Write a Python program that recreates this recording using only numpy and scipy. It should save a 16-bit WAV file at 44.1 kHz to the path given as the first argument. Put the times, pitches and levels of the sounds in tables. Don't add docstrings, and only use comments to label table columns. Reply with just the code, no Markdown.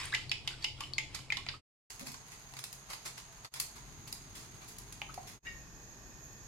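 import sys
import numpy as np
from scipy import signal
from scipy.fft import rfft, irfft
from scipy.io import wavfile
from scipy.ndimage import uniform_filter1d

SR = 44100
rng = np.random.default_rng(int(sys.argv[2]) if len(sys.argv) > 2 else 0)


def generate_wav(signal):
    frames = np.transpose(np.atleast_2d(signal))
    scaled = np.clip(frames, -1, 1) * 32767
    pcm = np.round(scaled).astype(np.int16)
    wavfile.write(sys.argv[1], SR, pcm)


N = 285327
TIME, FREQS = np.arange(N) / SR, np.fft.rfftfreq(N, 1 / SR)

# (time [s], level [dB], main pitch [Hz], pan [dB], decay [s], tilt [dB/octave])
CLACKS = [(0.1467, -14.5, 2010, 0.5, 0.0021, 2.5), (0.3145, -16, 2760, -1, 0.0033, -2),
          (.4750, -16.5, 2980, 1, 0.002, 2.5), (0.6426, -17, 3000, -0.5, 0.003, 2),
          (0.8055, -25, 2720, 2.5, 0.0024, 7.5), (.9812, -14, 2130, 0.5, 0.002, 2),
          (1.1458, -29, 4600, -5, 0.0077, 15.5), (1.3221, -16.5, 2100, -0.5, 0.0017, -3.5),
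          (1.3694, -20.5, 3450, -4.5, 0.0019, 5.5), (1.4641, -27.5, 2170, 1, 0.0013, -1.5),
          (1.4867, -20, 4650, -1, 0.0026, -23)]
# (frequency [Hz], level [dB])
KNOCK_COLOUR = [(150, -41), (450, -31.5), (800, -9), (1300, -26.5), (2100, 4.5), (3000, 3), (3800, 2),
                (5200, 0), (6000, -8), (7000, -6), (9000, -22), (11000, -18), (16000, -52)]
# (pitch [Hz], level [dB], time to fade 60 dB [s])
BOWL_NOTES = [(861, -11.5, .26), (2035, -5.5, 0.179), (2180, -7, .22), (2440, -8.5, .25), (2600, -5, 0.2),
              (2870, -6.5, .28), (3050, -3, .22), (3400, -6, 0.21), (4170, -11.5, 0.19), (4980, -13, .2),
              (5170, -13, .22)]
# (frequency [Hz], level [dB])
BELLY_COLOUR = [(200, -29.5), (620, -17), (860, 0.5), (1100, -7), (1700, -10), (2600, -23.5), (8000, -60)]
# (time [s], level [dB], pitch [Hz], decay [s], pan [dB])
POPS = [(.0545, -37.5, 8520, .003, 6), (0.1242, -32.5, 3850, .0015, 1), (.1278, -31, 1614, 0.0069, 0.5),
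        (.1385, -25, 1948, 0.006, -4.5), (0.1484, -24, 2870, 0.0027, -0.5), (0.2949, -32, 4420, 0.0029, 0),
        (0.3156, -27.5, 2436, .0061, 5), (0.625, -39, 4420, .0051, 4), (.646, -32, 2796, 0.0073, 0),
        (.807, -41, 1087, .009, -2.5), (.8365, -35.5, 2904, 0.0049, 0), (0.9354, -26.5, 4360, 0.0013, 5),
        (.9825, -32.5, 2067, .0065, 5), (1.3023, -25, 2340, 0.0038, 3), (1.3213, -27, 2036, 0.0052, -3),
        (1.377, -48, 1022, .018, 0.5), (1.539, -45, 1200, 0.0088, 2)]
# (time of fastest sweep [s], level [dB], decay [s])
STROKES = [(0.0, -35.5, 0.048), (0.14, -47.5, 0.081), (0.499, -48, 0.033), (0.634, -47, 0.018),
           (0.822, -48, 0.045), (0.995, -59, .045), (1.165, -46, 0.037), (1.344, -52, 0.052),
           (1.5, -53, 0.093)]
# (frequency [Hz], level [dB])
SWISH_COLOUR = [(200, -18.5), (500, -13), (1100, 8), (1600, 3), (2200, 10), (3000, 5), (5000, 4),
                (6000, -3.5), (8000, -2), (9000, -11.5), (11000, -11), (16000, -34)]
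# (time [s], level [dB], decay [s], tilt [dB/octave])
SQUEEZES = [(1.904, -45, .028, 2), (2.01, -46, .014, 0), (2.071, -40.5, 0.022, 1.5),
            (2.32, -48.5, 0.028, 0.5), (2.904, -40.5, 0.025, 0), (3.06, -39, 0.024, 0.5),
            (3.181, -44.5, 0.015, 0), (3.562, -43.5, 0.02, -0.5), (3.608, -40, 0.013, 5.5),
            (3.763, -48.5, 0.027, -0.5), (4.08, -45.5, 0.011, 2.5), (4.355, -47, 0.058, 1.5),
            (4.619, -49.5, 0.023, -1), (4.686, -47, .022, 4.5), (5.276, -47.5, 0.038, 2)]
# (time [s], level [dB], decay [s], tilt [dB/octave])
SNAPS = [(1.995, -35, 0.007, 3.5), (2.117, -35, .005, 6), (2.142, -33.5, 0.0056, -1),
         (2.537, -36.5, 0.0046, -0.5), (2.5677, -31.5, 0.0042, 0.5), (2.5888, -29, 0.004, 1.5),
         (2.6393, -25.5, 0.0044, 3), (2.7276, -29, 0.0028, 6), (2.932, -28.5, 0.0077, -.5),
         (3.4464, -32.5, 0.0075, -1), (3.5382, -28, 0.0057, 2), (3.5991, -17, 0.0042, 4.5),
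         (4.1256, -23, 0.0028, 4.5), (4.7842, -32.5, 0.0047, 7), (4.9242, -33, 0.0039, 3),
         (5.1414, -33.5, 0.0042, 2.5)]
# (frequency [Hz], level [dB])
PLASTIC_COLOUR = [(150, -20), (500, -2.5), (1000, 5), (1500, 1), (2000, 3.5), (3200, -1), (4400, 4),
                  (5800, -1.5), (7500, -3), (9000, -6.5), (11000, -3.5), (13500, -12.5), (16000, -18)]
# (pitch [Hz], width [Hz], boost [dB])
SHELL_PEAKS = [(1110, 85, 2), (1940, 64, 1.5), (2500, 430, 3), (4270, 200, -1.5), (5100, 150, 3.5),
               (7450, 290, 3)]
# (time [s], level [dB], pitch [Hz], decay [s], rise [octaves], pan [dB])
GLUGS = [(5.0174, -25, 2420, 0.00088, 0, -0.5), (5.0178, -42, 3000, 0.0042, 0.088, -2),
         (5.0175, -42.5, 794, 0.0061, 0.0084, 6.5), (5.092, -44.5, 1260, .012, 0.057, 7),
         (5.1765, -35, 737, 0.0084, 0.043, 1)]
# (time [s], level [dB], pitch [Hz], decay [s], rise [octaves], pan [dB])
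BUMP = [(2.006, -51, 191, 0.0099, 0.12, 1), (2.008, -48.5, 268, 0.048, -0.079, -3),
        (2.01, -57, 545, 0.031, 0.021, 0), (2.085, -50.5, 199, 0.013, -0.86, -3)]
# (pitch [Hz], level [dB], time to fade 60 dB [s])
WOK_NOTES = [(1832, 0, 0.29), (2180, -5, .18), (2720, -4, 0.16), (3650, -14, 0.16), (4800, -20, .22)]
# (frequency [Hz], level [dB])
COVERED_FLAME = [(12, -36), (20, -7.5), (48, 2), (62, -3), (85, -4), (130, -2), (357, -16), (434, -8),
                 (513, -18.5), (660, -10), (802, -11), (949, -9.5), (5850, -22.5), (6540, -2),
                 (7310, -28.5), (16000, -47)]
# (frequency [Hz], level [dB])
OPEN_FLAME = [(12, -29), (20, -3.5), (49, -4.5), (150, -10.5), (388, -18), (1150, -17.5), (1260, -22.5),
              (1810, -16), (2020, -24), (2530, -27), (3950, -26), (6540, -20.5), (8650, -38),
              (13200, -36.5), (16000, -67)]
# (pitch [Hz], width [Hz], level covered [dB], level open [dB])
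JET_PEAKS = [(52, 5, -76, -63.5), (131.6, 7.8, -66.5, -74), (1840, 28, -86, -72.5), (2523, 130, -86, -71),
             (6516, 93, -75, -64), (6690, 300, -71.5, -64), (12470, 1600, -77, -74)]
# (time [s], boost [dB])
WHISTLE_SWELLS = [(5.595, 0), (6.25, 8.5)]
# (time [s], level [dB])
RUMBLE_LEVEL = [(1.9, -66.5), (3.5, -67), (3.8, -59.5), (4.0, -54.5), (4.25, -57.5), (5.3, -57.5),
                (6.47, -60)]
# (frequency [Hz], level [dB])
RUMBLE_COLOUR = [(20, -11.5), (48, 4), (62, -12), (85, -3.5), (130, 0.5), (200, -8), (400, -11),
                 (1000, -67)]
# (frequency [Hz], level [dB])
KITCHEN_COLOUR = [(20, -3.5), (50, -0.5), (62, -4.5), (85, 3.5), (110, -4), (128, 8), (160, -8.5),
                  (230, -12.5), (350, -11), (500, -17.5), (900, -18.5), (2000, -37.5), (8000, -36),
                  (16000, -56)]
# (frequency [Hz], time to fade 60 dB [s])
ECHO_TIMES = [(200, 0.49), (1300, 0.2), (3500, 0.38), (9000, 0.36), (16000, 0.18)]
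# (frequency [Hz], likeness [0 to 1])
LIKENESS = [(60, 0.85), (300, 0.82), (700, 0.66), (1400, 0.067), (3000, 0), (16000, 0.0012)]
# (frequency [Hz], pan [dB])
SIDE_COLOUR = [(60, 4.5), (200, 1), (400, 0), (2000, 0.5), (3000, 0), (4500, -3.5), (6500, -6),
               (8300, -10.5), (9500, 11.5), (11500, 6), (13000, 4.5), (15500, 4.5)]
# (fade-out end [s], fade-out length [s], fade-in start [s], fade-in length [s], lowest gain [0 to 1])
DIPS = [(1.612, .062, 1.8995, .0025, 0), (3.497, .042, 3.512, .038, .06), (5.396, .046, 5.424, .046, .025)]


def chopsticks(first_db=-7, second_db=-12, gap_s=.003, ring_db=-27, hollow_db=6, hollow_octaves=.27):
    out = np.zeros((2, N))
    for start, db, peak_hz, pan_db, decay, tilt_db in CLACKS:
        def tone(hz):
            octaves = np.log2((hz + 1) / peak_hz)
            egg_db = ripple(hz, depth_db=2, width_hz=300)
            boost_db = hollow_db * np.exp(-(octaves / hollow_octaves) ** 2)
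            return read(KNOCK_COLOUR, hz) + egg_db + boost_db + tilt_db * np.maximum(octaves, 0)
        for delay, stick_db in (0, first_db), (gap_s * (.5 + rng.random()), second_db):
            contact = nearby(rng.standard_normal((2, 4096)), shared=.27)
            knock = burst(contact, decay, rise_s=.00074, tone=tone)
            add(out, start + delay, amp(db + stick_db) * knock, pan_db)
        shifts = np.exp(.012 * rng.standard_normal(len(BOWL_NOTES)))
        notes = [(hz * shift, level, fade) for (hz, level, fade), shift in zip(BOWL_NOTES, shifts)]
        add(out, start, amp(db + ring_db) * ring(notes), pan_db)
    return out


def bowl_belly(level_db=-43, decay_s=.0033):
    out = np.zeros((2, N))
    for start, _, _, pan_db, _, _ in CLACKS:
        push = nearby(rng.standard_normal((2, 4096)), shared=.73)
        knock = burst(push, decay_s, rise_s=.0013, tone=lambda hz: read(BELLY_COLOUR, hz))
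        add(out, start, amp(level_db) * knock, pan_db)
    return out


def air_pockets(small_db=-49, scatter_s=.045, low_hz=1150, high_hz=4300, cycles=12, rise_octaves=.14):
    pops = [(start, db, hz, decay, rise_octaves, pan_db) for start, db, hz, decay, pan_db in POPS]
    for start, _, _ in STROKES:
        for _ in range(2):
            offset = rng.uniform(-scatter_s, scatter_s)
            hz = low_hz * (high_hz / low_hz) ** rng.random()
            pops.append((start + offset, small_db, hz, cycles / hz, rise_octaves, 0))
    return blips(pops, roughness=.29)


def egg_swish(level_db=-2, patchy_db=4, stirring_db=-68, rise_s=.026):
    crackle = nearby(grains(7000, spread_db=2.6, size=N), shared=.6)
    _, _, bands = signal.stft(crackle, SR, nperseg=512, noverlap=384)
    hollows = uniform_filter1d(rng.standard_normal(bands.shape[1:]), size=4, axis=0)
    hollows = unit(uniform_filter1d(hollows, size=6, axis=1))
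    wet = signal.istft(bands * amp(patchy_db * hollows), SR, nperseg=512, noverlap=384)[1][:, :N]
    sweep = amp(stirring_db) + sum(amp(db) * swell(peak, rise_s, decay) for peak, db, decay in STROKES)
    return amp(level_db) * sweep * colour(unit(wet), lambda hz: read(SWISH_COLOUR, hz))


def bottle(snap_db=-8, rustle_db=-1.5, squeeze_rise_s=.0063):
    out = np.zeros((2, N))
    crackle = grains(6000, spread_db=2.4, size=N)
    for peak, db, decay, tilt_db in SQUEEZES:
        rustle = crackle * swell(peak, squeeze_rise_s, decay)
        out += amp(db + rustle_db) * colour(rustle, lambda hz: bottle_wall(hz, tilt_db))
    for start, db, decay, tilt_db in SNAPS:
        buckle = grains(6000, spread_db=2.6, size=4096)
        snap = burst(buckle, decay, rise_s=.00034, tone=lambda hz: bottle_wall(hz, tilt_db))
        add(out, start, amp(db + snap_db) * snap)
    return out


def bottle_wall(hz, tilt_db):
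    shell_db = sum(boost_db * hump(hz, pitch, width) for pitch, width, boost_db in SHELL_PEAKS)
    return plastic(hz, tilt_db) + shell_db + ripple(hz, depth_db=2.5, width_hz=260)


def plastic(hz, tilt_db):
    return read(PLASTIC_COLOUR, hz) + tilt_db * np.log2(np.maximum(hz, 500) / 4000)


def creases(per_s=22, level_db=-57, spread_db=3, start_s=1.9, stop_s=5.35):
    out, span = np.zeros((2, N)), stop_s - start_s
    for when, softness, length in rng.random((int(per_s * span), 3)):
        gain = amp(level_db - spread_db * np.log(.05 + softness))
        crackle = grains(4000, spread_db=1.5, size=2048)
        decay = .00048 + .0041 * length
        tick = burst(crackle, decay, rise_s=.00056, tone=lambda hz: plastic(hz, tilt_db=2.5))
        add(out, start_s + when * span, gain * tick)
    return out


def glugs():
    return blips(GLUGS, roughness=.37)


def bump():
    return blips(BUMP, roughness=.74)


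def wok(start_s=5.4675, ring_db=-40, scrape_db=-49, scrape_decay_s=.053):
    def steel(hz):
        power = sum(10 ** (db / 10) * hump(hz, pitch, width_hz=180) for pitch, db, _ in WOK_NOTES)
        return 10 * np.log10(power)
    out = np.zeros((2, N))
    add(out, start_s, amp(ring_db) * ring(WOK_NOTES, sag=.0447))
    scrape = burst(grains(4000, spread_db=1.7, size=11000), scrape_decay_s, rise_s=.003, tone=steel)
    add(out, start_s - .02, amp(scrape_db) * scrape)
    return out


def burner(flame_db=-56, fizz_db=-63, lift_s=5.41, swell_s=.031, whistle_above_hz=6000):
    lifted = TIME > lift_s
    fizz_gain = amp(fizz_db) * waver(depth_db=1.5, per_s=18)
    fizz = colour(grains(3000, spread_db=.92, size=N), lambda hz: read(PLASTIC_COLOUR, hz))
    covered = amp(flame_db) * noise(amp(read(COVERED_FLAME, FREQS))) + fizz_gain * fizz
    uncovered = amp(flame_db) * noise(amp(read(OPEN_FLAME, FREQS)))
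    out = np.where(lifted, uncovered, covered)
    swell_db = sum(db * swell(peak, swell_s, swell_s) for peak, db in WHISTLE_SWELLS)
    whistle = waver(depth_db=2.5, per_s=12) * amp(swell_db)
    for hz, width, covered_db, open_db in JET_PEAKS:
        gain = amp(np.where(lifted, open_db, covered_db)) * (whistle if hz > whistle_above_hz else 1)
        out += gain * noise(hump(FREQS, hz, width))
    rumble_db = np.interp(TIME, *np.transpose(RUMBLE_LEVEL))
    return out + amp(rumble_db) * noise(amp(read(RUMBLE_COLOUR, FREQS)))


def kitchen_hum(level_db=-52.5):
    return amp(level_db) * noise(amp(read(KITCHEN_COLOUR, FREQS)))


def room(sound, echo_db, build_s=.0019, patterns=3):
    out = sound.copy()
    for k in range(patterns):
        echoes = rng.standard_normal((2, SR // 2)) * (rng.random((2, SR // 2)) < .15)
        hz, t, bands = signal.stft(echoes, SR, nperseg=256)
        bands = blend_sides(bands, read(LIKENESS, hz)[:, None])
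        fade = amp(-60 * t / read(ECHO_TIMES, hz)[:, None])
        tail = signal.istft(bands * fade, SR, nperseg=256)[1]
        tail *= 1 - np.exp(-(np.arange(tail.shape[1]) / SR / build_s) ** 2)
        tail /= np.linalg.norm(tail[0])
        share = np.sqrt(2 / patterns) * np.cos(2 * np.pi * (TIME + k / patterns))
        out += amp(echo_db) * signal.oaconvolve(sound * share, tail, axes=1)[:, :N]
    return out


def blips(rows, roughness, splash_db=-12, wobble_cycles=3, left_lag_s=.00002, glide_s=.011, size=11000):
    out, t = np.zeros((2, N)), np.arange(size) / SR
    for start, db, hz, decay, rise, pan_db in rows:
        turns = np.cumsum(hz * 2 ** (rise * (1 - np.exp(-t / glide_s)))) / SR
        phase = 2 * np.pi * (turns - hz * np.array([[left_lag_s], [0]]))
        shape = (1 - np.exp(-t / (.18 * decay))) * np.exp(-t / decay)
        wobble = unit(uniform_filter1d(rng.standard_normal((2, 2, size)), int(wobble_cycles * SR / hz)))
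        swing = shape * (1 + roughness * (wobble[0] + 1j * wobble[1]))
        swing *= np.linalg.norm(shape / shape.max()) / np.linalg.norm(swing, axis=1, keepdims=True)
        note = (swing * np.exp(1j * phase)).imag
        around_note = lambda f: -17 * np.minimum(abs(np.log2((f + 1) / hz)), 4)
        splash = burst(grains(9050, spread_db=3.2, size=size), decay, rise_s=.00029, tone=around_note)
        add(out, start, amp(db) * (note + amp(splash_db) * splash), pan_db)
    return out


def ring(notes, sag=0., sag_s=.0465, size=22000):
    t = np.arange(size) / SR
    bent_time = t + sag * sag_s * (1 - np.exp(-t / sag_s))
    ringing = sum(amp(db - 60 * t / fade_s) * np.sin(2 * np.pi * (hz * bent_time + rng.random((2, 1)) / 3))
                  for hz, db, fade_s in notes)
    return ringing * (1 - np.exp(-t / .00038))


def burst(source, decay_s, rise_s, tone):
    t = np.arange(source.shape[1]) / SR
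    shape = (1 - np.exp(-(t / rise_s) ** 2)) * np.exp(-np.maximum(t - rise_s, 0) / decay_s)
    sound = colour(source * shape, tone)
    return sound * np.linalg.norm(shape) / np.linalg.norm(sound, axis=1, keepdims=True)


def grains(per_s, spread_db, size):
    clicks = rng.random(size) < per_s / SR
    strength = amp(spread_db * np.minimum(rng.exponential(1, size), 4))
    return unit(clicks * strength * rng.standard_normal((2, size)))


def noise(gains):
    spectrum = blend_sides(rfft(rng.standard_normal((2, N))), read(LIKENESS, FREQS))
    return unit(irfft(spectrum * gains, N))


def blend_sides(sides, likeness):
    left, right = sides
    return np.array([left, likeness * left + np.sqrt(1 - likeness ** 2) * right])


def nearby(sides, shared):
    left, right = sides
    return np.array([np.roll(shared * right, -2) + np.sqrt(1 - shared ** 2) * left, right])


def colour(sound, tone):
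    log_gain = np.log(amp(tone(abs(np.fft.fftfreq(2048, 1 / SR)))))
    taps = np.fft.ifft(np.exp(np.conj(signal.hilbert(log_gain)))).real
    return signal.oaconvolve(sound, taps[None] / np.linalg.norm(taps), axes=1)[:, :sound.shape[1]]


def hump(hz, centre_hz, width_hz):
    return 1 / (1 + (2 * (hz - centre_hz) / width_hz) ** 2)


def ripple(hz, depth_db, width_hz):
    return depth_db * np.interp(hz, np.arange(400) * width_hz, rng.standard_normal(400))


def swell(peak_s, rise_s, decay_s):
    distance = np.where(TIME < peak_s, (peak_s - TIME) / rise_s, (TIME - peak_s) / decay_s)
    return np.exp(-np.minimum(distance, 30))


def waver(depth_db, per_s):
    return amp(depth_db * np.interp(TIME * per_s, np.arange(400), rng.standard_normal(400)))


def add(mix, start_s, sound, pan_db=0):
    part = mix[:, max(round(start_s * SR), 0):][:, :sound.shape[-1]]
    part += (sound * amp([[pan_db / 2], [-pan_db / 2]]))[:, :part.shape[1]]


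def read(table, hz):
    freqs, values = np.transpose(table)
    return np.interp(np.log(hz + 1), np.log(freqs + 1), values)


def amp(db):
    return 10 ** (np.asarray(db) / 20)


def unit(x):
    return x / np.sqrt(np.mean(x ** 2) + 1e-20)


def scene(switch_s=1.75):
    eggs = room(chopsticks() + bowl_belly() + air_pockets() + egg_swish(), echo_db=-6) + kitchen_hum()
    handling = glugs() + bump() + wok()
    stove = room(bottle() + creases() + handling, echo_db=-4) + burner()
    return np.where(TIME < switch_s, eggs, stove)


def record(dry, top_hz=16350):
    side_gains = amp(read(SIDE_COLOUR, FREQS) * np.array([[.5], [-.5]]))
    sound = irfft(rfft(dry) * side_gains, N)
    for end, out_s, start, in_s, lowest in DIPS:
        fade = np.maximum((end - TIME) / out_s, (TIME - start) / in_s)
        sound *= np.clip(fade, lowest, 1)
    treble_cut = signal.firwin(511, top_hz, window=("kaiser", 9), fs=SR)
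    return signal.oaconvolve(sound, treble_cut[None], "same")


dry = scene()
out = record(dry)
generate_wav(out)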